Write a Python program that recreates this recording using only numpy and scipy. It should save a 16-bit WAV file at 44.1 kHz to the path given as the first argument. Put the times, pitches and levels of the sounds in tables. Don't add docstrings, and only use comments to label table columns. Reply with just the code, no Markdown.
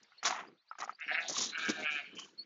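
import sys
import numpy as np
from scipy import signal
from scipy.fft import rfft, irfft, next_fast_len
from scipy.io import wavfile
from scipy.ndimage import uniform_filter1d, map_coordinates

SR = 44100
rng = np.random.default_rng(int(sys.argv[2]) if len(sys.argv) > 2 else 0)


def generate_wav(signal):
    frames = np.transpose(np.atleast_2d(signal))
    scaled = np.clip(frames, -1, 1) * 32767
    pcm = np.round(scaled).astype(np.int16)
    wavfile.write(sys.argv[1], SR, pcm)


def voltage_ratio(level):
    return 10 ** (np.asarray(level, float) / 20)


N = 108045


def unit(x):
    return x / np.sqrt(np.mean(x ** 2) + 1e-20)


def filtered(x, response):
    m = next_fast_len(N + SR // 2)
    return irfft(rfft(x, m) * response(np.fft.rfftfreq(m, 1 / SR)), m)[:N]


def coloured(x, spectrum):
    f, db = np.transpose(spectrum)
    return unit(filtered(x, lambda hz: voltage_ratio(np.interp(np.log(hz + 1), np.log(f + 1), db))))


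def resonant(x, peaks):
    def response(f):
        total = 0
        for k, (centre, width, db) in enumerate(peaks):
            mode = 1j * f * width / (centre * centre - f * f + 1j * f * width)
            total = total + (-1) ** k * voltage_ratio(db) * mode ** 2
        return total
    return unit(filtered(x, response))


def wobble(rate):
    knots = rng.standard_normal(int(N * 400 / SR) + 4)
    return map_coordinates(knots, [np.arange(N) * min(rate, 400) / SR])


def strokes(rows, attack_s, t60=None):
    t = np.arange(N) / SR
    power = np.zeros(N)
    for row in rows:
        start, hold, db = row[:3]
        release_s = t60 or row[3]
        fall_db = 60 * np.clip(t - start - hold, 0, 2) / release_s
        power += (voltage_ratio(db - fall_db) * np.clip((t - start) / attack_s, 0, 1)) ** 2
    return np.sqrt(power)


def gritty(spectrum, per_s, bed, lumps_db, lumps_per_s, colour=coloured):
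    clicks = (rng.random(N) < per_s / SR) * np.clip(rng.standard_normal(N), -2, 2)
    grains = colour(unit(clicks) + bed * rng.standard_normal(N), spectrum)
    return unit(grains * voltage_ratio(lumps_db * np.clip(wobble(lumps_per_s), -2, 2)))


# frequency in Hz, density in dB per Hz.
WIND_SPECTRUM = [(300, -28), (1480, -15), (3000, -18.5), (4300, -17.5), (5200, -24.5), (7500, -42.5)]
# time in seconds, level in dB.
WIND_LEVEL = [(0, -69.5), (0.201, -69.5), (0.6, -80), (.9, -68), (0.97, -76), (1.101, -58), (2.25, -67.5),
              (2.33, -73), (2.45, -72)]


def air():
    z = signal.stft(rng.standard_normal(N + 512), nperseg=512)[2]
    field = uniform_filter1d(rng.standard_normal(z.shape), size=5, axis=0)
    field = uniform_filter1d(field, size=5, axis=1)
    noise = signal.istft(z * voltage_ratio(4 * unit(field)), nperseg=512)[1][:N]
    level_db = np.interp(np.arange(N) / SR, *np.transpose(WIND_LEVEL))
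    return coloured(noise, WIND_SPECTRUM) * voltage_ratio(level_db)


# start in seconds, length in seconds, first and last frequency in Hz, level in dB.
WHISTLES = [(0.179, 0.028, 4470, 4340, -57), (0.468, 0.029, 4300, 5100, -68),
            (0.569, 0.064, 3100, 4660, -74.5), (0.673, 0.056, 3800, 5770, -73),
            (0.804, .02, 3760, 4150, -50.5), (0.924, 0.019, 4100, 5030, -64.5),
            (0.946, 0.017, 4150, 5170, -63), (1.019, 0.022, 3850, 3560, -60.5),
            (1.041, 0.1, 5650, 5350, -71), (1.128, 0.039, 5290, 5350, -59), (1.464, 0.11, 4000, 4000, -52),
            (2.05, 0.028, 4330, 4300, -64), (2.376, 0.062, 4230, 4450, -47)]


def birds():
    blur_hz, bend, soft, waver_db = 90, .75, .75, 3
    out, t = np.zeros(N), np.arange(N) / SR
    blur = blur_hz * wobble(300)
    for start, length, from_hz, to_hz, db in WHISTLES:
        u = np.clip((t - start) / length, 0, 1)
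        hz = blur + from_hz + (to_hz - from_hz) * u ** bend
        swell = np.sin(np.pi * u ** soft)
        out += voltage_ratio(db + 3.5) * swell * np.sin(2 * np.pi * np.cumsum(hz) / SR)
    return out * voltage_ratio(waver_db * wobble(120))


# start in seconds, hold in seconds, level in dB, t60 in seconds.
SWISHES = [(.24, 0.033, -37.5, 0.082), (.298, 0.014, -43.5, 0.15), (1.06, 0.031, -70, .1),
           (1.11, 0.039, -47, 0.11), (1.21, 0.061, -48, 0.53), (1.27, 0.017, -49, 0.07),
           (1.34, 0.11, -41.5, 0.27), (1.48, 0.029, -53, 0.12), (1.58, 0.056, -45.5, 0.18),
           (1.678, 0.022, -41, 0.13), (1.73, 0.1, -52, 0.12), (1.9, .11, -55.5, 0.1)]
# frequency in Hz, density in dB per Hz.
NET_SPECTRUM = [(1500, -29.5), (2700, -11.5), (3700, 1.5), (4500, -7.5), (6500, -55)]


def netting():
    return strokes(SWISHES, 0.017) * gritty(NET_SPECTRUM, per_s=1100, bed=1.0, lumps_db=0.5, lumps_per_s=73)


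# start in seconds, hold in seconds, level in dB, t60 in seconds.
SQUEAKS = [(2.11, 0.056, -61.5, 0.13), (2.165, 0.014, -48, .08), (2.18, 0.02, -46, 0.055),
           (2.215, 0.033, -54, 0.045), (2.28, 0.014, -66, 0.03)]
# frequency in Hz, width in Hz, level in dB.
FRAME_MODES = [
    (3045, 230, 1),
    (2465, 480, -11),
]


def squeak():
    return strokes(SQUEAKS, 0.004) * resonant(rng.standard_normal(N), FRAME_MODES)


# start in seconds, hold in seconds, level in dB.
THUDS = [(0.01, 0.012, -68), (.235, 0.069, -56), (.34, 0.2, -63), (.79, 0.12, -65.5), (1.06, 0.58, -65),
         (1.28, 0.042, -52.5), (1.375, 0.093, -51.5), (1.57, 0.1, -56.5), (1.684, 0.013, -34.5),
         (1.715, .12, -54), (1.9, 0.14, -64), (2.07, 0.044, -66), (2.125, 0.052, -57), (2.195, .07, -61),
         (2.29, 0.17, -72)]
# frequency in Hz, width in Hz, level in dB.
GROUND_MODES = [(92, 54, -31.5), (216.3, 138, -0.5), (320, 91, -0.5), (416.7, 180, -2)]


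def thuds():
    ground = gritty(GROUND_MODES, per_s=200, colour=resonant, bed=1.7, lumps_db=3.0, lumps_per_s=27)
    return strokes(THUDS, 0.0069, 0.15) * ground


# start in seconds, hold in seconds, level in dB, t60 in seconds.
GRINDS = [(.029, 0.0028, -50, 0.018), (.23, 0.0064, -41.5, 0.15), (.25, 0.036, -32, 0.048),
          (.306, 0.0022, -37, 0.078), (.335, 0.014, -54.5, 0.25), (.784, 0.005, -50, 0.059),
          (.8, 0.015, -51, 0.03), (.825, 0.024, -54, .03), (.875, 0.038, -72.5, 0.046),
          (.998, 0.0044, -58.5, 0.017), (1.2, 0.091, -62, 0.066), (1.28, 0.0087, -37.5, 0.17),
          (1.295, 0.008, -35, 0.034), (1.32, 0.051, -42.5, 0.17), (1.36, 0.092, -38, 0.12),
          (1.445, 0.049, -47.5, 0.097), (1.575, 0.093, -53.5, 0.38), (1.688, 0.017, -36, 0.049),
          (1.72, .12, -58.5, 0.06), (1.9, 0.028, -56.5, 0.33), (2.15, 0.013, -57.5, 0.1),
          (2.182, 0.017, -48, 0.042), (2.21, 0.045, -63, 0.28)]
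# frequency in Hz, density in dB per Hz.
STONE_SPECTRUM = [(3000, -26), (4300, -11), (5900, -3.5), (6900, -5.5), (8100, -35)]


def grit():
    return strokes(GRINDS, 0.0042) * gritty(STONE_SPECTRUM, per_s=2200, bed=0.55, lumps_db=2.5, lumps_per_s=90)


# start in seconds, hold in seconds, level in dB, t60 in seconds.
CRUNCHES = [(.228, 0.031, -42.5, 0.087), (.248, 0.026, -33.5, 0.18), (.305, 0.011, -36.5, 0.12),
            (.34, 0.058, -44.5, 0.25), (.785, 0.0033, -45.5, 0.053), (.8, 0.014, -42.5, 0.08),
            (.822, 0.018, -50.5, 0.1), (.874, 0.046, -58.5, 0.04), (1.29, 0.071, -54, .1),
            (1.365, 0.05, -52, 0.6), (1.686, 0.0085, -40, .12), (2.18, 0.0056, -56.5, 0.2)]
# frequency in Hz, width in Hz, level in dB.
SOIL_MODES = [(400, 120, -12.5), (731, 255, 1.5), (1200, 454, 1.5), (1920, 980, -2), (3040, 1640, -12)]


def soil():
    clods = gritty(SOIL_MODES, per_s=400, colour=resonant, bed=0.98, lumps_db=1.5, lumps_per_s=100)
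    return strokes(CRUNCHES, 0.0015) * clods


# time in seconds, peak level in dB, frequency in Hz.
SNAPS = [(.119, -47, 1420), (.131, -59.5, 1510), (.345, -24.5, 1110), (.365, -32.5, 890), (.41, -35, 1330),
         (.435, -35.5, 904), (0.251, -21, 1140), (0.306, -21.5, 753), (0.324, -19, 953),
         (0.384, -25.5, 1010), (0.712, -24.5, 1326), (.727, -38, 1245), (0.752, -39, 1180),
         (.776, -54, 1370), (.784, -32.5, 1540), (.801, -32, 732), (0.821, -23.5, 1200), (.828, -27, 906),
         (.836, -24.5, 780), (.846, -39, 676), (.856, -36.5, 1255), (.876, -29, 790), (0.893, -21, 1280),
         (.905, -35, 1265), (.925, -43.5, 757), (1.295, -27.5, 583), (1.31, -30.5, 607),
         (1.342, -33.5, 1010), (1.366, -25, 1120), (1.382, -33.5, 1046), (1.407, -31, 1024),
         (1.43, -36.5, 990), (1.684, -29.5, 400), (1.691, -26, 312), (1.719, -39, 370), (2.19, -36.5, 1115),
         (2.222, -43, 1066), (2.258, -49.5, 1090), (2.285, -51.5, 950)]
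# frequency in Hz, width in Hz, level in dB.
CRUMB_MODES = [(810, 230, -3.5), (1280, 520, -2.5), (2100, 800, -10)]


def knocks():
    t60_s, crumble, rise_s = .032, .4, .0022
    out, t = np.zeros(N + SR), np.arange(SR // 20) / SR
    crumbs = resonant(rng.standard_normal(N), CRUMB_MODES)
    rise = np.sin(np.pi / 2 * np.clip(t / rise_s, 0, 1)) ** 2
    for start, db, hz in SNAPS:
        at = round(start * SR)
        ring = np.sin(2 * np.pi * hz * t) + crumble * np.roll(crumbs, -at)[:len(t)]
        out[at:at + len(t)] += voltage_ratio(db - 6 - 60 * t / t60_s) * rise * ring
    return out[:N]


# time in seconds, frequency in Hz.
BLEAT_PITCH = [
    [(.99, 163.3), (1.09, 149.6), (1.15, 162.1), (1.2, 166.2), (1.27, 165.5)],
    [(1.54, 164.3), (1.59, 158.7), (1.64, 162.1), (1.76, 158.8), (1.86, 150.5), (2, 143.6)],
]
# time in seconds, ratio of breath to pulses.
BREATHINESS = [(1.0, .9), (1.2, .75), (1.6, .7), (1.8, .8), (1.86, .35), (1.98, .4), (2.03, 1.2)]
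# time in seconds, place from 0 (low) to 1 (high).
TONGUE_PLACE = [(.99, 0.23), (1.05, 0.64), (1.13, 0.67), (1.21, 0.47), (1.25, 0.9), (1.53, 0.23),
                (1.62, 0.43), (1.7, 0.34), (1.78, 0.72), (1.82, 0), (1.88, 0.72), (1.97, 0.67), (2.04, .2),
                (2.1, 0.7)]
# frequency in Hz, width in Hz, level in dB.
NOSE_MODES = [(719, 174, 0)]
# frequency in Hz, width in Hz, level in dB.
LOW_MODES = [
    [(1630, 300, 1), (1280, 340, -15.5)],
    [(1609, 199, 1.5), (1320, 306, -12.5)],
]
# frequency in Hz, width in Hz, level in dB.
HIGH_MODES = [
    [(2147, 460, -7.5), (2694, 397, -11)],
    [(2351.7, 270, 0), (2910, 530, -11.5)],
]
# start in seconds, hold in seconds, level in dB,
# jaw balance of upper over lower resonance in dB.
BREATH_PUSHES = [(0.983, 0.017, -54.5, -5), (1.002, 0.04, -44, 6), (1.076, 0.043, -35, 0),
                 (1.139, 0.015, -30, -1), (1.167, 0.026, -33, 2.5), (1.518, 0.027, -45.5, -5),
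                 (1.543, 0.018, -33.5, 1.5), (1.565, 0.037, -38, -7), (1.608, 0.091, -37, -5),
                 (1.717, 0.096, -44, -7), (1.819, 0.12, -42.5, 12.5), (1.84, 0.034, -34, 5),
                 (1.859, 0.033, -33, -2), (1.896, 0.029, -42.5, 1), (1.939, 0.048, -35.5, 4),
                 (1.986, 0.012, -56, 7), (2.032, 0.032, -58, 20.5), (2.071, 0.028, -64, 18),
                 (2.105, 0.043, -67, -7)]
# start in seconds, hold in seconds, level in dB.
NOSE_HUM = [(1.01, 0.12, -70.5), (1.09, .165, -51), (1.56, 0.46, -63.5), (1.75, 0.11, -50.5),
            (1.87, 0.076, -59), (1.97, 0.053, -56.5)]


def glottis():
    jitter, shimmer_db = .01, 1.5
    t = np.arange(N) / SR
    hz = np.interp(t, *np.concatenate(BLEAT_PITCH).T) * (1 + jitter * wobble(90))
    cycles = np.cumsum(hz) / SR
    shimmer = voltage_ratio(shimmer_db * np.clip(rng.standard_normal(N), -1.5, 1.5))
    pulses = np.diff(np.floor(cycles), prepend=0) * shimmer
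    breath = np.exp(-2.2 * (cycles % 1)) * rng.standard_normal(N)
    return unit(pulses) + np.interp(t, *np.transpose(BREATHINESS)) * unit(breath)


def hillside(voice):
    t60_s, level_db = .22, -4
    t = np.arange(SR // 2) / SR
    tail = rng.standard_normal(len(t)) * voltage_ratio(-60 * t / t60_s)
    return voltage_ratio(level_db) * signal.fftconvolve(voice, tail / np.linalg.norm(tail))[:N]


def ewe():
    tongue_reach, tongue_shake = .055, .15
    second_bleat_s = 1.4
    t = np.arange(N) / SR
    source = glottis()
    tongue = np.interp(t, *np.transpose(TONGUE_PLACE)) + tongue_shake * wobble(25)
    place = 4 * np.clip(tongue, 0, 1) - 2

    def moving(peaks):
        out = np.zeros(N)
        for way in range(-2, 3):
            moved = resonant(source, np.multiply(peaks, [1 + way * tongue_reach / 2, 1, 1]))
            out += np.clip(1 - np.abs(place - way), 0, 1) * moved
        return out

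    def push(order):
        rows = [(s, hold, db - 3.5 + order * jaw_db / 2) for s, hold, db, jaw_db in BREATH_PUSHES]
        return strokes(rows, .011, .09)

    low = np.where(t < second_bleat_s, moving(LOW_MODES[0]), moving(LOW_MODES[1]))
    high = np.where(t < second_bleat_s, moving(HIGH_MODES[0]), moving(HIGH_MODES[1]))
    hum = strokes(NOSE_HUM, 0.022, 0.052) * voltage_ratio(2.2 * wobble(40.25)) * moving(NOSE_MODES)
    voice = push(-1) * low - push(1) * high + hum
    return voice + hillside(voice)


def scene():
    carried = netting() + squeak()
    footfalls = thuds() + grit() + soil() + knocks()
    return (air() + birds() + carried + footfalls + ewe())[None]


def roll_off(x):
    return signal.sosfilt(signal.butter(12, 8160, fs=SR, output="sos"), x)


def record(dry):
    top_hz, edge_hz, hiss_db = 7650, 150, -97

    def band(hz):
        high_cut = 1 / (1 + np.exp(np.clip((hz - top_hz) / edge_hz, -50, 50))) * (hz < 8300)
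        return high_cut / (1 + (55 / (hz + 1)) ** 2)

    mix = filtered(dry[0], band) + voltage_ratio(hiss_db) * rng.standard_normal(N)
    return roll_off(mix[None])


dry = scene()
out = record(dry)
generate_wav(out)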